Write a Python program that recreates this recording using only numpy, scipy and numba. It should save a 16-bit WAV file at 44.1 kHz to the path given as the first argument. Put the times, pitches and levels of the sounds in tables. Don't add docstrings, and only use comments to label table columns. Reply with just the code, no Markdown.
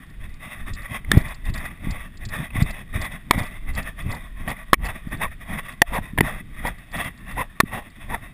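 import sys
import numpy as np
from scipy import signal
from scipy.io import wavfile
from scipy.ndimage import uniform_filter1d
from numba import njit

SR = 44100
rng = np.random.default_rng(int(sys.argv[2]) if len(sys.argv) > 2 else 0)


def waveform_to_disk(signal):
    frames = np.transpose(np.atleast_2d(signal))
    scaled = np.clip(frames, -1, 1) * 32767
    samples = np.round(scaled).astype(np.int16)
    wavfile.write(sys.argv[1], SR, samples)


def voltage_ratio(level):
    return 10 ** (np.asarray(level, float) / 20)


N = 367353
TIME = np.arange(N) / SR


@njit
def svf(x, hz, width):
    y, band_state, low_state = np.empty(len(x)), 0., 0.
    for i in range(len(x)):
        g, k = np.tan(np.pi * hz[i] / SR), width / hz[i]
        v = (band_state + g * (x[i] - low_state)) / (1 + g * (g + k))
        band_state = 2 * v - band_state
        low_state = low_state + 2 * g * v
        y[i] = k * v
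    return y


def band(x, hz, width_hz):
    return svf(x + 1e-18, hz + np.zeros(len(x)), 1. * width_hz)


def modes(x, table):
    return sum((-1) ** k * voltage_ratio(db) * band(x, hz, width) for k, (hz, width, db) in enumerate(table))


def cut(x, hz, kind, order):
    return signal.sosfilt(signal.butter(order, hz, kind, fs=SR, output="sos"), x)


def steep(x, hz, stop_db):
    return signal.sosfilt(signal.ellip(7, .6, stop_db, hz, fs=SR, output="sos"), x)


def unit(x):
    return x / np.sqrt(np.mean(x ** 2))


def walk(rate):
    k = int(SR / rate)
    levels = np.repeat(rng.standard_normal(N // k + 1), k)[:N]
    return unit(uniform_filter1d(levels, k))


def swell(s, hold, db, rise, sag, fall, rest_db):
    coarse = TIME[::SR // 1000]
    since = coarse - np.array(s)[:, None]
    hold = np.clip(hold, 0, None)[:, None]
    shape_db = np.array(db)[:, None] + rise * np.minimum(since, 0)
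    shape_db = shape_db - sag * np.clip(since, 0, hold) - fall * np.maximum(since - hold, 0)
    power = np.sum(voltage_ratio(2 * shape_db), axis=0) + voltage_ratio(2 * rest_db)
    return np.interp(TIME, coarse, np.sqrt(power))


def add(out, s, db, sound):
    i = int(s * SR)
    out[i:i + len(sound)] += (voltage_ratio(db) * sound / np.abs(sound).max())[:N - i]


HISS_DB, SEAL_HZ = -51, 3806


def hiss():
    air = rng.standard_normal(N)
    return voltage_ratio(HISS_DB) * (steep(band(air, 2600, 3500), SEAL_HZ, 40) + voltage_ratio(-12.5) * air)


# [start_s, sway_db, jolt_db]
STEPS = [(0.237, -29, -55), (0.62, -32.5, -60.0), (0.715, -29.5, -44), (0.929, -46, -38),
         (1.155, -23.5, -25.5), (1.514, -23, -35.5), (1.881, -24, -35), (2.268, -25.5, -45),
         (2.405, -60.0, -33.5), (2.608, -23.5, -30), (2.975, -25, -32.5), (3.372, -27.5, -32.5),
         (3.718, -24.5, -36), (3.813, -32.5, -44), (4.07, -25, -29.5), (4.398, -30.5, -54),
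         (4.472, -37, -40), (4.801, -23.5, -35), (5.139, -30, -32.5), (5.242, -28, -39.5),
         (5.519, -29, -36.5), (5.934, -26.5, -35.5), (6.212, -29, -30), (6.387, -37.5, -66),
         (6.569, -33, -60.0), (6.654, -29, -37), (6.99, -33.5, -32.5), (7.348, -31, -37),
         (7.717, -36.5, -33.5), (8.102, -29, -42)]
SWAY_RISE_DB_S, SWAY_FALL_DB_S, SWAY_REST_DB = 119, 89, -50
JOLT_RISE_DB_S, JOLT_FALL_DB_S, JOLT_REST_DB = 220, 200, -52.5
STROKE_JOLT_DB = -4.5


def shake():
    s, sway_db, jolt_db = np.transpose(STEPS)
    sway_gain = swell(s, 0 * s, sway_db, SWAY_RISE_DB_S, 0, SWAY_FALL_DB_S, SWAY_REST_DB)
    step_gain = swell(s, 0 * s, jolt_db + 1.5, JOLT_RISE_DB_S, 0, JOLT_FALL_DB_S, JOLT_REST_DB)
    s, hold, level_db = np.transpose([row[:3] for row in STROKES] + list(BRUSHES))
    tug_gain = swell(s, hold, level_db + STROKE_JOLT_DB, *RUB_RATES_DB_S, JOLT_REST_DB)
    jolt_gain = np.hypot(step_gain, tug_gain)
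    noise = rng.standard_normal((2, N))
    sway = cut(cut(noise[0], 34.8, "low", order=2), 14, "high", order=2)
    jolt = cut(band(noise[1] * voltage_ratio(3.13 * walk(40)), 180, 227), 221.4, "low", order=3)
    return sway_gain * unit(sway) + jolt_gain * unit(jolt)


# [crest_s, peak_db, pitch_hz]
PUSHES = [(0.715, -19, 72.6), (1.099, -25, 91), (1.851, -21.5, 152), (1.873, -14.5, 173), (1.924, -20, 72),
          (2.269, -25.5, 82), (2.558, -18, 196), (2.569, -27, 80), (2.589, -11, 94), (2.951, -35, 77),
          (3.012, -28, 69.4), (3.361, -15.5, 85), (3.38, -11, 154), (3.415, -15, 92), (3.722, -30, 63.3),
          (4.04, -35, 147), (4.085, -26, 81), (4.096, -17.5, 87), (5.923, -26, 182), (5.976, -37, 87),
          (5.989, -17, 164), (6.19, -12.5, 124), (6.211, -4, 252), (7.061, -24, 131), (7.409, -26, 131),
          (7.637, -11.5, 200), (7.6419, -23, 200)]
# [crest_s, peak_db, pitch_hz]
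PULLS = [(0.919, -21.5, 92), (1.085, -20, 52.7), (1.139, -10.5, 198), (1.17, -18, 380), (1.175, 6, 104),
         (1.474, -27, 107), (1.491, -25, 90.5), (1.502, -15, 120), (1.889, -31, 134), (1.903, -20, 139),
         (2.624, -3.5, 115), (2.965, -16, 71.5), (3.348, -20, 200), (3.703, -22.5, 74), (3.754, -28, 53.4),
         (4.068, -19, 89), (5.073, -18.5, 157), (5.527, -32, 166), (6.016, -22.5, 72), (6.136, -21, 156),
         (6.241, -28, 141), (6.269, -24.5, 116), (6.651, -20.5, 173)]


def thumps():
    out, t = np.zeros(N), TIME[:SR // 10] - 1 / 20
    for rows, way in ((PUSHES, 1), (PULLS, -1)):
        for s, db, hz in rows:
            bell = np.exp(-(t * hz / 0.41) ** 2)
            add(out, s - 1 / 20, db, way * bell * np.cos(2 * np.pi * hz * t - .3))
    return out


# [start_s, peak_db, bounce_after_ms]
BUCKLE_LANDINGS = [(0.7336, -30.5, 14.5), (1.1757, -33, 34), (1.538, -27.5, 39), (2.2505, -28, 36.5),
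                   (2.622, -26, 84), (3.013, -27.5, 35), (3.387, -30.5, 44.4), (3.75, -31.5, 24),
                   (4.115, -30.5, 30.5), (4.8515, -30, 14), (5.9417, -36, 21), (6.9656, -34, 45.9),
                   (7.3138, -42, 26.9)]
# [start_s, peak_db]
FAINT_TICKS = [(0.0643, -53.5), (0.0983, -49), (0.2922, -50), (0.3386, -44), (0.819, -41), (1.282, -38),
               (1.343, -38), (1.4521, -43), (1.496, -41), (1.655, -43), (1.9074, -29), (2.171, -39),
               (2.3615, -41), (3.466, -41), (3.7334, -41), (3.826, -36), (4.0208, -44), (4.4877, -37),
               (4.502, -33), (5.0878, -51), (5.1706, -45), (5.6645, -50), (5.7223, -45), (6.669, -33),
               (6.7825, -48), (6.915, -42), (7.0424, -37), (7.175, -45), (7.8994, -47)]
# [pitch_hz, width_hz, level_db]
BUCKLE_MODES = [(4600, 1500, 1), (5130, 280, -7)]
BOUNCE_DB = -5.5


def buckle():
    out, t = np.zeros(N), TIME[:SR // 16]
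    ticks = list(FAINT_TICKS)
    for s, db, bounce_ms in BUCKLE_LANDINGS:
        ticks += [(s, db), (s + bounce_ms / 1000, db + BOUNCE_DB)]
    for s, db in ticks:
        noise = rng.standard_normal(len(t))
        fade_s = 0.0027 * voltage_ratio(0.12 * (min(db, -28) + 41))
        add(out, s, db + 0.5, modes(noise * t * np.exp(-t / fade_s), BUCKLE_MODES))
    return cut(out, 2300, "high", order=4)


# [start_s, length_s, peak_db, top_rib_rate_hz, end_rib_rate_hz]
ZIPS = [
    (4.108, 0.047, -29, 840, 1080),
    (5.204, 0.068, -19.5, 1130, 950),
    (5.918, 0.08, -19, 1144, 484),
    (6.639, 0.056, -20, 1014, 624),
    (7.366, 0.069, -16.5, 1053, 700),
    (8.101, 0.068, -19.5, 970, 566),
]
ZIP_START_HZ = 640.3


def zips():
    out, wobble = np.zeros(N), walk(300)
    for s, length, db, top_hz, end_hz in ZIPS:
        u = np.linspace(-1, 1, int(length * SR))
        hz = top_hz * (1 - u ** 2) + u * (ZIP_START_HZ * (u - 1) + end_hz * (u + 1)) / 2
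        rough = wobble[int(s * SR):][:len(u)]
        phase = 2 * np.pi * np.cumsum(hz * (1 + 0.039 * rough)) / SR
        slips = np.sin(phase) + 0.23 * np.sin(phase / 2) + 0.47 * np.sin(2 * phase)
        add(out, s, db, slips * voltage_ratio(3.8 * rough[::-1]) * (1 - u ** 4))
    return out


# [pitch_hz, width_hz, level_db]
SHELL_MODES = [(633, 106, -5), (1130, 89, 0.5), (1924, 147, 5), (2576, 120, -3), (3460, 200, -7.5)]
# [pitch_hz, width_hz, level_db]
LEAK = [(3950, 220, -68), (5860, 1160, -22)]


def shell(x):
    return steep(modes(x, SHELL_MODES), SEAL_HZ, 49) + modes(x, LEAK)


# [start_s, hold_s, level_db, dull_part_minus_rustle_db]
STROKES = [(0.903, 0.065, -34, -16), (1.117, 0.068, -31, -6.3), (1.205, 0.12, -37, -9.5),
           (1.56, 0.16, -36.5, -9), (1.846, 0.14, -37, -8), (2.333, 0.12, -35, -9),
           (2.559, 0.063, -33.5, -8.5), (2.663, 0.15, -37.5, -9.5), (2.945, 0.017, -33.5, -12.5),
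           (3.023, 0.049, -33, -7.5), (3.121, 0.042, -38.5, -10), (3.334, 0.0073, -35, -5.5),
           (3.389, 0.039, -31.5, -5), (3.682, 0.014, -41, -9), (3.777, 0.025, -31.5, -6.4),
           (3.858, 0.029, -35.5, -11), (4.104, 0.067, -34, -4), (4.486, 0.031, -30.5, -4.5),
           (4.846, 0.059, -31.5, -4), (5.12, 0.033, -38, -7.5), (5.22, 0.021, -28, -7.5),
           (5.498, 0.099, -32.5, -7), (5.949, 0.029, -30, 0), (6.244, 0.12, -34.5, -6),
           (6.663, 0.026, -30, -6.5), (6.955, 0.13, -32, -8.5), (7.293, 0.022, -34, -11.5),
           (7.38, 0.039, -31, -4.5), (7.732, 0.062, -32.5, -1.3), (8.112, 0.039, -33, -4.5)]
# [start_s, hold_s, level_db]
BRUSHES = [(0.005, 0.03, -46), (0.24, 0.0044, -46.5), (0.432, 0.18, -40.5), (0.675, 0.019, -35.5),
           (0.787, 0.073, -39.9), (1.426, 0.005, -53.4), (1.468, 0.024, -37.5), (1.997, 0.062, -38),
           (2.226, 0.013, -45), (3.442, 0.13, -41), (3.994, 0.17, -39.5), (4.196, 0.077, -45),
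           (4.385, 0.028, -41.5), (4.567, 0.05, -42.5), (4.96, 0.012, -36), (5.036, 0.1, -50),
           (5.321, 0.004, -47.5), (5.418, 0.007, -47.5), (5.634, 0.1, -42), (5.879, 0.004, -36),
           (6.026, 0.063, -41.5), (6.408, 0.004, -45.7), (6.581, 0.018, -37), (6.763, 0.069, -52),
           (7.184, 0.042, -56.5), (7.514, 0.016, -49.3), (7.682, 0.032, -41), (7.857, 0.03, -50.8),
           (8.02, 0.043, -43.5), (8.227, 0.043, -47.5)]
RUB_RATES_DB_S, RUB_REST_DB = (463, 24.5, 522), -56.5
BRUSH_DULL_DB, DULL_LIFT_DB = -12, 8


def rubbing():
    rows = list(STROKES) + [(*row, BRUSH_DULL_DB) for row in BRUSHES]
    s, hold, level_db, dull_db = np.transpose(rows)
    grit = voltage_ratio(4 * np.minimum(rng.exponential(size=N), 6))
    unsteady = voltage_ratio(1.06 * walk(300) + 2.79 * walk(45))
    grains = rng.standard_normal((2, N)) * (1 + 0.083 * grit) * unsteady
    held = np.zeros(N)
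    for k, (hz, width, db) in enumerate(SHELL_MODES):
        grip_gain = voltage_ratio(db + 0.97 * walk(12))
        held += (-1) ** k * grip_gain * band(grains[0], hz * (1 + 0.024 * walk(7)), width)
    rustle = steep(held + voltage_ratio(-19) * band(grains[1], 2900, 2200), SEAL_HZ, 50) + modes(grains[0], LEAK)
    fold = band(band(grains[1], 740, 650), 740, 650)
    extra_db = 10 * np.log10(np.clip(voltage_ratio(2 * (dull_db + DULL_LIFT_DB)) - voltage_ratio(-8.5), 1e-3, None))
    rustle_gain = voltage_ratio(2.0) * swell(s, hold, level_db, *RUB_RATES_DB_S, RUB_REST_DB)
    dull_gain = voltage_ratio(-6.0) * swell(s, hold, level_db + extra_db, *RUB_RATES_DB_S, RUB_REST_DB - 27.5)
    return rustle_gain * unit(rustle) + dull_gain * unit(fold)


# [start_s, peak_db, low_ring_hz, high_ring_hz, low_minus_high_ring_db]
TAPS = [
    (1.047, -29, 1140, 2070, -16),
    (1.116, 1.2, 1788, 3586, 3),
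    (6.207, -0.5, 935, 1920, -6.5),
]
KNOCKS = [
    (3.3095, 1.5, 964, 2230, 0),
    (4.731, 5.5, 1079, 1760, 3.5),
    (4.74, 5.5, 1110, 2260, -8),
    (5.818, 4.5, 804, 1840, -5.5),
    (6.177, -15, 970, 1730, 5),
    (6.185, -5.5, 660, 1820, -7),
]
SLAPS = [
    (2.504, -32.5, 1010, 2560, -7),
    (4.477, -19.5, 758, 1830, -0.5),
    (6.652, -20.5, 770, 1880, 10),
    (7.602, 3.5, 1130, 1820, -1),
]
TAP_MS, KNOCK_MS, SLAP_MS = 2.5, 3, 6
# [start_s, peak_db, pitch_hz, time_to_fall_60_db_s]
CLASP = [
    (5.823, -12, 696, 0.052),
]


def knocks():
    out, t = np.zeros(N), TIME[:SR // 12]
    lead = SR // 40
    for rows, ms in ((TAPS, TAP_MS), (KNOCKS, KNOCK_MS), (SLAPS, SLAP_MS)):
        for s, db, low_hz, high_hz, low_db in rows:
            noise = rng.standard_normal(lead + len(t))
            sway = np.cumsum(unit(band(noise, 257, 400))[lead:]) * 0.026
            ring = voltage_ratio(low_db) * np.sin(2 * np.pi * low_hz * t + sway)
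            ring = ring + np.sin(2 * np.pi * high_hz * t - 0.3 * sway)
            ring = ring + 0.45 * unit(shell(noise))[lead:] + 0.45 * unit(band(noise, 6500, 1300))[lead:]
            after = np.clip(t - ms / 1000, 0, None)
            fade = voltage_ratio(-60 * after / 0.0081) + 0.43 * voltage_ratio(-60 * t / 0.033)
            blow = -np.tanh(1.3 * ring) * np.clip(t / 0.0002, 0, 1) * fade
            treble_gain = voltage_ratio(4.8 * min(db, 0)) * voltage_ratio(-60 * after / 0.0028)
            treble = treble_gain * cut(blow, 3500, "high", order=2)
            add(out, s, db, cut(blow, 3600, "low", order=6) + treble)
            add(out, s, db - 10.5, -np.sin(2 * np.pi * 340 * t) * np.exp(-t / 0.00089))
    for s, db, hz, t60 in CLASP:
        add(out, s, db, np.sin(2 * np.pi * hz * t) * voltage_ratio(-60 * t / t60))
    return out


def scene():
    body = shake()
    mono = hiss() + body + thumps() + buckle() + zips() + rubbing() + knocks()
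    side = voltage_ratio(-25) * np.roll(body, SR // 30) + voltage_ratio(-48) * np.roll(mono, SR // 900)
    return mono + side * np.array([[1], [-1]])


DUCK_ABOVE, DUCK_DB, DUCK_WAIT_S, DUCK_RECOVER_S = 1, -12.5, .006, 0.027


def duck(dry):
    keep = np.exp(-1 / (DUCK_RECOVER_S * SR))
    overload = np.abs(cut(dry[0], 500, "high", order=2)) > DUCK_ABOVE
    hot = signal.lfilter([1 / 30], [1, -keep], overload)
    return dry * voltage_ratio(DUCK_DB * np.roll(np.tanh(hot), int(DUCK_WAIT_S * SR)))


def band_limit(x):
    return signal.sosfilt(signal.butter(12, 16480, fs=SR, output="sos"), x)


def record(dry):
    faded = signal.lfilter(*signal.iirnotch(6000, 9, SR), duck(dry))
    slow = np.clip(signal.resample_poly(faded, 40, 147, axis=1), -1.02, 1.02)
    held = signal.resample_poly(np.repeat(slow, 4, axis=1), 147, 160, axis=1)[:, :N]
    held = np.pad(held, ((0, 0), (0, N - held.shape[1])))
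    mix = np.clip(steep(held, 15250, 30), -1, 1)
    return band_limit(mix)


dry = scene()
out = record(dry)
waveform_to_disk(out)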